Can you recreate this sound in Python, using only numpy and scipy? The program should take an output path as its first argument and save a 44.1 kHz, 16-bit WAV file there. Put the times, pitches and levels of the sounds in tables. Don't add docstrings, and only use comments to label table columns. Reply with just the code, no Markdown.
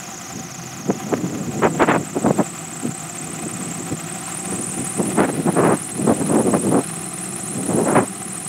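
import sys
import numpy as np
from scipy import signal
from scipy.fft import rfft, irfft, next_fast_len
from scipy.io import wavfile
from scipy.ndimage import map_coordinates

SR = 44100
rng = np.random.default_rng(int(sys.argv[2]) if len(sys.argv) > 2 else 0)


def pcm_store(signal):
    levels = np.round(np.clip(np.atleast_2d(signal), -1, 1) * 32767)
    wavfile.write(sys.argv[1], SR, levels.astype(np.int16).T)


N = 373968

# start in seconds, length in seconds, level in dB before the bass cut.
SWELLS = [(0.372, 0.035, -29.5), (0.874, 0.092, -25), (1.094, 0.93, -24), (2.213, 0.18, -22.5),
          (3.206, 0.73, -31), (4.518, 0.338, -28), (5.042, 0.696, -22), (5.985, 0.74, -23),
          (7.577, 0.456, -23.5)]
# start in seconds, length in seconds, relative level in dB, nominal brightness in Hz.
GUSTS = [(0.889, .025, -15.5, 280), (1.118, 0.027, -16.5, 433), (1.235, 0.014, -19.5, 157),
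         (1.626, 0.047, -13, 880), (1.8, 0.046, -13, 1020), (1.878, .048, -14.5, 1340),
         (1.929, .042, -18, 910), (2.155, 0.03, -19, 340), (2.245, 0.047, -15, 400),
         (2.304, 0.0092, -12, 393), (2.383, 0.036, -14, 483), (2.827, 0.08, -23.5, 155),
         (3.453, 0.019, -25.5, 170), (3.908, 0.036, -20.5, 147), (4.52, 0.02, -26.5, 380),
         (4.991, 0.025, -16.5, 318), (5.175, 0.043, -14.5, 670), (5.217, 0.041, -19.5, 1000),
         (5.283, .02, -21, 650), (5.469, 0.034, -17.5, 550), (5.561, 0.074, -16, 640),
         (5.636, 0.11, -15, 670), (6.07, 0.057, -13.5, 450), (6.202, 0.031, -21, 460),
         (6.293, 0.13, -17.5, 477), (6.459, 0.05, -16.5, 320), (6.53, 0.045, -16.5, 470),
         (6.63, 0.084, -19, 280), (6.713, 0.0897, -15, 420), (7.687, 0.05, -19, 310),
         (7.762, 0.08, -17.5, 376), (7.86, 0.093, -19, 675), (7.952, 0.054, -12.5, 847),
         (8.01, 0.038, -25.5, 690)]
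# time in seconds, peak in dB before the bass cut, brightness in Hz.
CRACKS = [(.905, -9.5, 860), (1.139, -7.5, 1300), (1.634, -3, 1100), (1.823, -2, 1700), (1.89, -7.5, 1500),
          (1.962, -5, 950), (2.263, -7.5, 700), (5.205, -4, 1200), (5.572, -13, 800), (5.651, -6, 1000),
          (6.54, -9, 750), (6.746, -9, 700)]
# time in seconds, exhaust level in dB, clatter level in dB.
ENGINE_LEVELS = [(0, -40.5, -36.5), (1.5, -30.5, -38), (2.6, -36.5, -36.5), (4.4, -33, -34.5),
                 (5.9, -33.5, -36), (7.2, -33, -36), (8.48, -34.5, -38)]
CYLINDERS = [2.5, -7.5, 7.5, -20]
# multiple of crank speed, relative level in dB.
ENGINE_TONES = [(4, -5), (6, 5.5), (9, -2.5), (10, -2), (11, -8.5), (12, -1.5), (13, -6.5), (16, -15)]
# frequency in Hz, gain in dB.
PIPE_COLOUR = [(25, -42), (50, -28), (80, -14.5), (120, -3.5), (175, 5), (270, -9.5), (310, -4), (360, 0.5),
               (410, -22), (470, -31), (700, -17), (2000, -65)]
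# place in the turn from 0 to 1, relative level in dB.
KNOCKS = [(0, -1.5), (.2, -13.5), (0.389, -3.5), (0.611, -9), (0.802, -22)]
# frequency in Hz, gain in dB.
CASING_COLOUR = [(100, -30), (400, -9), (560, -8), (900, -18), (1300, 3), (1650, -2), (2700, -3.5),
                 (3400, -6.5), (4700, -12.5), (7000, -10.5), (11000, -11.5), (15500, -18.5)]
# frequency in Hz, width in Hz, gain in dB.
COWL_MODES = [(518, 62, 0.5), (705, 49, 10.5), (765.7, 21.7, 14.5), (1020, 77, 4), (1180, 39, 7.5),
              (1290, 48, 1.5), (2007, 210, -1), (2493, 43, 3)]
# frequency in Hz, width in Hz, gain in dB.
GEARBOX_MODES = [(3290, 170, -7), (4100, 70, 10), (5350, 67, 7.5)]
# time in seconds, level in dB.
GEARBOX_LEVEL = [(0, -68), (4, -56.5), (7, -51.5), (8.48, -52)]
# time in seconds, speed in turns per second.
PROPELLER_SPEED = [(0, 9.374), (.6, 8.784), (1.25, 9.525), (1.7, 10.677), (2.6, 11.117), (3.2, 11.182),
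                   (3.65, 11.454), (4, 11.231), (4.4, 12.427), (5.35, 13.556), (5.85, 13.332), (7, 13.519),
                   (7.5, 13.397), (8.48, 13.462)]
# place in the turn from 0 to 1, pitch in Hz, relative level in dB, exponent of pitch against speed.
BLADES = [(.98, 8180, -1.3, .9), (.305, 6980, -.6, .7), (.64, 7760, -.7, .92)]
# frequency in Hz, gain in dB.
HISS_COLOUR = [(2500, -7), (4500, -26), (6000, 4.5), (7500, -11), (9000, 2.5), (11000, -14.5), (15000, -38),
               (20000, -42)]
# time in seconds, level in dB.
PROPELLER_LEVEL = [(0.0, -37.5), (0.12, -36), (0.99, -39), (3.71, -32.5), (4.04, -34.5), (4.7, -27.5),
                   (5.2, -29.5), (5.22, -35), (5.5, -31.5), (6.68, -29), (6.75, -32), (7.89, -28),
                   (8.12, -33.5), (8.48, -30.5)]
# start in seconds, end in seconds.
WALK_S = (1.1, 4.4)

CALM_DB = -41
SWELL_RISE_S, SWELL_FALL_S = 0.052, 0.015
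GUST_RISE_S, GUST_FALL_S = 0.008, 0.013
POPS_PER_S, POP_DB, POP_BRIGHTER = 16, 4.5, 1.33
IDLE_TURNS = 13.4
GEAR = 2.43
WING_AIM_RAD, NOSE_AIM_RAD = 0.47, -0.29
TOP_HZ = 15750


def amp(db):
    return 10 ** (np.asarray(db) / 20)


def unit(x):
    return x / np.sqrt(np.mean(x ** 2) + 1e-20)


def shape(points, hz):
    point_hz, db = np.transpose(points)
    return amp(np.interp(np.log(hz + 1), np.log(point_hz), db))


def ringing(modes, hz):
    power = 0
    for mode_hz, width_hz, db in modes:
        resonance = hz * width_hz / (mode_hz ** 2 - hz ** 2 + 1j * hz * width_hz)
        power = power + np.abs(amp(db) * resonance) ** 2
    return np.sqrt(power)


def curves(rows):
    seconds, *columns = np.transpose(rows)
    return [np.interp(np.arange(N) / SR, seconds, column) for column in columns]


def wobble(rate):
    coarse = np.arange(0, N + 32, 32)
    knots = rng.standard_normal(int(N * rate / SR) + 4)
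    smooth = map_coordinates(knots, [coarse * rate / SR])
    return np.interp(np.arange(N), coarse, smooth)


def filtered(x, response):
    size = next_fast_len(len(x) + 8192)
    spectrum = rfft(x, size) * response(np.fft.rfftfreq(size, 1 / SR))
    return irfft(spectrum, size)[:len(x)]


def noise(response, size=N):
    return unit(filtered(rng.standard_normal(size), response))


def narrow(phase, width_hz):
    def line(hz):
        return 1 / (1 + (hz / width_hz) ** 2)
    return noise(line) * np.cos(phase) + noise(line) * np.sin(phase)


def eddies(hz, bright_hz, port_hz=2900, boom_hz=265, boom_db=3.0):
    octaves = np.log2((hz + 1) / boom_hz)
    boom = amp(boom_db * np.exp(-(octaves / 0.54) ** 2))
    turbulence = np.exp(-hz / bright_hz) * hz / (hz + 140)
    return boom * turbulence / np.sqrt(1 + (hz / port_hz) ** 7)


def swings(kicks, bright_hz):
    swing = filtered(kicks, lambda hz: -1j * eddies(hz, bright_hz))
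    return swing / swing.max()


def breeze(soft_hz=135, strong_hz=260, strong_db=-24, lumps_db=3.0):
    t = np.arange(N) / SR
    level = np.full(N, amp(CALM_DB))
    for start_s, length_s, db in SWELLS:
        before = np.maximum(start_s - t, 0) / SWELL_RISE_S
        after = np.maximum(t - start_s - length_s, 0) / SWELL_FALL_S
        level = np.maximum(level, amp(db) * np.exp(-(before + after)))
    share = level ** 2 / (level ** 2 + amp(strong_db) ** 2)
    soft = np.sqrt(1 - share) * noise(lambda hz: eddies(hz, soft_hz))
    strong = np.sqrt(share) * noise(lambda hz: eddies(hz, strong_hz))
    return level * unit((soft + strong) * amp(lumps_db * wobble(45)))


def pops(gate, bright_hz):
    count = int(np.ceil(POPS_PER_S * gate.sum() / SR))
    moments = np.argsort(-gate * rng.random(len(gate)))[:count]
    kicks = np.bincount(moments, minlength=len(gate))
    return amp(POP_DB) * swings(kicks, bright_hz)


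def gusts(gust_db=1, tear_db=4.5, fine_db=-3):
    air = np.zeros(N)
    t = np.arange(SR // 3) / SR
    lead = 0.05
    tearing = wobble(260)
    for start_s, length_s, db, bright_hz in GUSTS:
        start = round((start_s - lead) * SR)
        span = slice(start, start + len(t))
        rise, fall = np.minimum([GUST_RISE_S, GUST_FALL_S], length_s / 4)
        gate = (np.tanh((t - lead) / rise) - np.tanh((t - lead - length_s) / fall)) / 2
        steady = gate * rng.standard_normal(len(t))
        push = unit(filtered(steady, lambda hz: eddies(hz, 0.86 * bright_hz)))
        spikes = gate * amp(tear_db * tearing[span]) * rng.standard_normal(len(t))
        fine = unit(filtered(spikes, lambda hz: eddies(hz, 1.074 * bright_hz)))
        gust = unit(push + amp(fine_db) * fine) * np.sqrt(length_s / t[-1])
        air[span] += amp(db + gust_db) * (gust + pops(gate, POP_BRIGHTER * bright_hz))
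    return air


def cracks():
    air = np.zeros(N)
    half = 2048
    kick = signal.unit_impulse(2 * half, "mid")
    for time_s, db, bright_hz in CRACKS:
        start = round(time_s * SR) - half
        air[start:][:len(kick)] += amp(db) * swings(kick, bright_hz)
    return air


def wind(low_hz=138, leak_db=-39):
    air = breeze() + gusts() + cracks()
    bass_cut = signal.butter(4, low_hz, "highpass", fs=SR, output="sos")
    return signal.sosfilt(bass_cut, air) + amp(leak_db) * air


def rattle(crank, knock_db=6, decay_turns=0.12, scatter_db=1.55):
    cam = crank / 2
    knocks = np.zeros(N)
    for place, db in KNOCKS:
        since_knock = (cam - place) % 1
        knocks += amp(db + knock_db) * np.exp(-since_knock / decay_turns)
    return rng.standard_normal(N) * np.sqrt(1 + knocks ** 2) * amp(scatter_db * wobble(60))


def clatter(crank, level_db):
    cowling = filtered(rattle(crank), lambda hz: np.hypot(shape(CASING_COLOUR, hz), ringing(COWL_MODES, hz)))
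    gearbox = filtered(rattle(crank), lambda hz: ringing(GEARBOX_MODES, hz))
    gearbox_db, = curves(GEARBOX_LEVEL)
    return amp(level_db) * unit(cowling) + amp(gearbox_db) * unit(gearbox)


def exhaust(crank, scatter_db=2, gas_gain=2.0, tones_db=-5):
    firing = 2 * crank
    at = np.flatnonzero(np.diff(np.floor(firing)))
    puffs = np.zeros(N)
    puffs[at] = amp(np.resize(CYLINDERS, len(at)) + scatter_db * rng.standard_normal(len(at)))
    gas = rng.standard_normal(N) * np.exp(-1.5 * (firing % 1))
    flow = unit(puffs) + gas_gain * unit(gas)
    burble = unit(filtered(flow, lambda hz: shape(PIPE_COLOUR, hz)))
    hum = np.zeros(N)
    for multiple, db in ENGINE_TONES:
        phase = 2 * np.pi * multiple * crank + 0.86 * wobble(9)
        hum += amp(db + 1.6 * wobble(5)) * np.sin(phase)
    return unit(burble + amp(tones_db) * unit(hum))


def propeller(speed, turns, skirt_hz=520, hiss_db=-11, hiss_beam_db=7, waver=0.008, flutter_db=0.95):
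    mach, swoop, beam_db = 0.18, 0.03, 14
    width_hz, skirt_db, crest_db = 220, -3, 5
    pace = speed / IDLE_TURNS
    aim = np.interp(np.arange(N) / SR, WALK_S, [WING_AIM_RAD, NOSE_AIM_RAD])
    sound = np.zeros(N)
    for place, pitch_hz, db, exponent in BLADES:
        heard = 2 * np.pi * (turns - place)
        angle = heard + mach * np.sin(heard + mach * np.sin(heard))
        crest = np.exp(6 * (np.cos(angle) - 1))
        doppler = 1 / (1 - mach * np.cos(angle)) + swoop * crest * (1 + 0.6 * wobble(30))
        clock = np.cumsum(doppler * pace ** exponent * (1 + waver * wobble(40)))
        phase = 2 * np.pi * pitch_hz * clock / SR
        skirt = amp(skirt_db + crest_db * crest) * narrow(0.99 * phase, skirt_hz)
        whistle = narrow(phase, width_hz) + skirt
        hiss = map_coordinates(noise(lambda hz: shape(HISS_COLOUR, hz)), [clock], mode="wrap")
        away = 1 - np.cos(angle - aim)
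        beamed_whistle = amp(-beam_db * away) * whistle
        beamed_hiss = amp(hiss_db - hiss_beam_db * away) * hiss
        sound += amp(db + flutter_db * wobble(25)) * (beamed_whistle + beamed_hiss)
    level_db, = curves(PROPELLER_LEVEL)
    return amp(level_db) * unit(sound)


def scene():
    speed, = curves(PROPELLER_SPEED)
    turns = np.cumsum(speed) / SR
    crank = GEAR * turns
    exhaust_db, clatter_db = curves(ENGINE_LEVELS)
    engine = amp(exhaust_db) * exhaust(crank) + clatter(crank, clatter_db)
    return (wind() + engine + propeller(speed, turns))[None]


def record(dry):
    ceiling = 0.73
    rounded = dry[0] / (1 + np.abs(dry[0] / ceiling) ** 8) ** (1 / 8)
    return filtered(rounded, lambda hz: hz < TOP_HZ)[None]


dry = scene()
out = record(dry)
pcm_store(out)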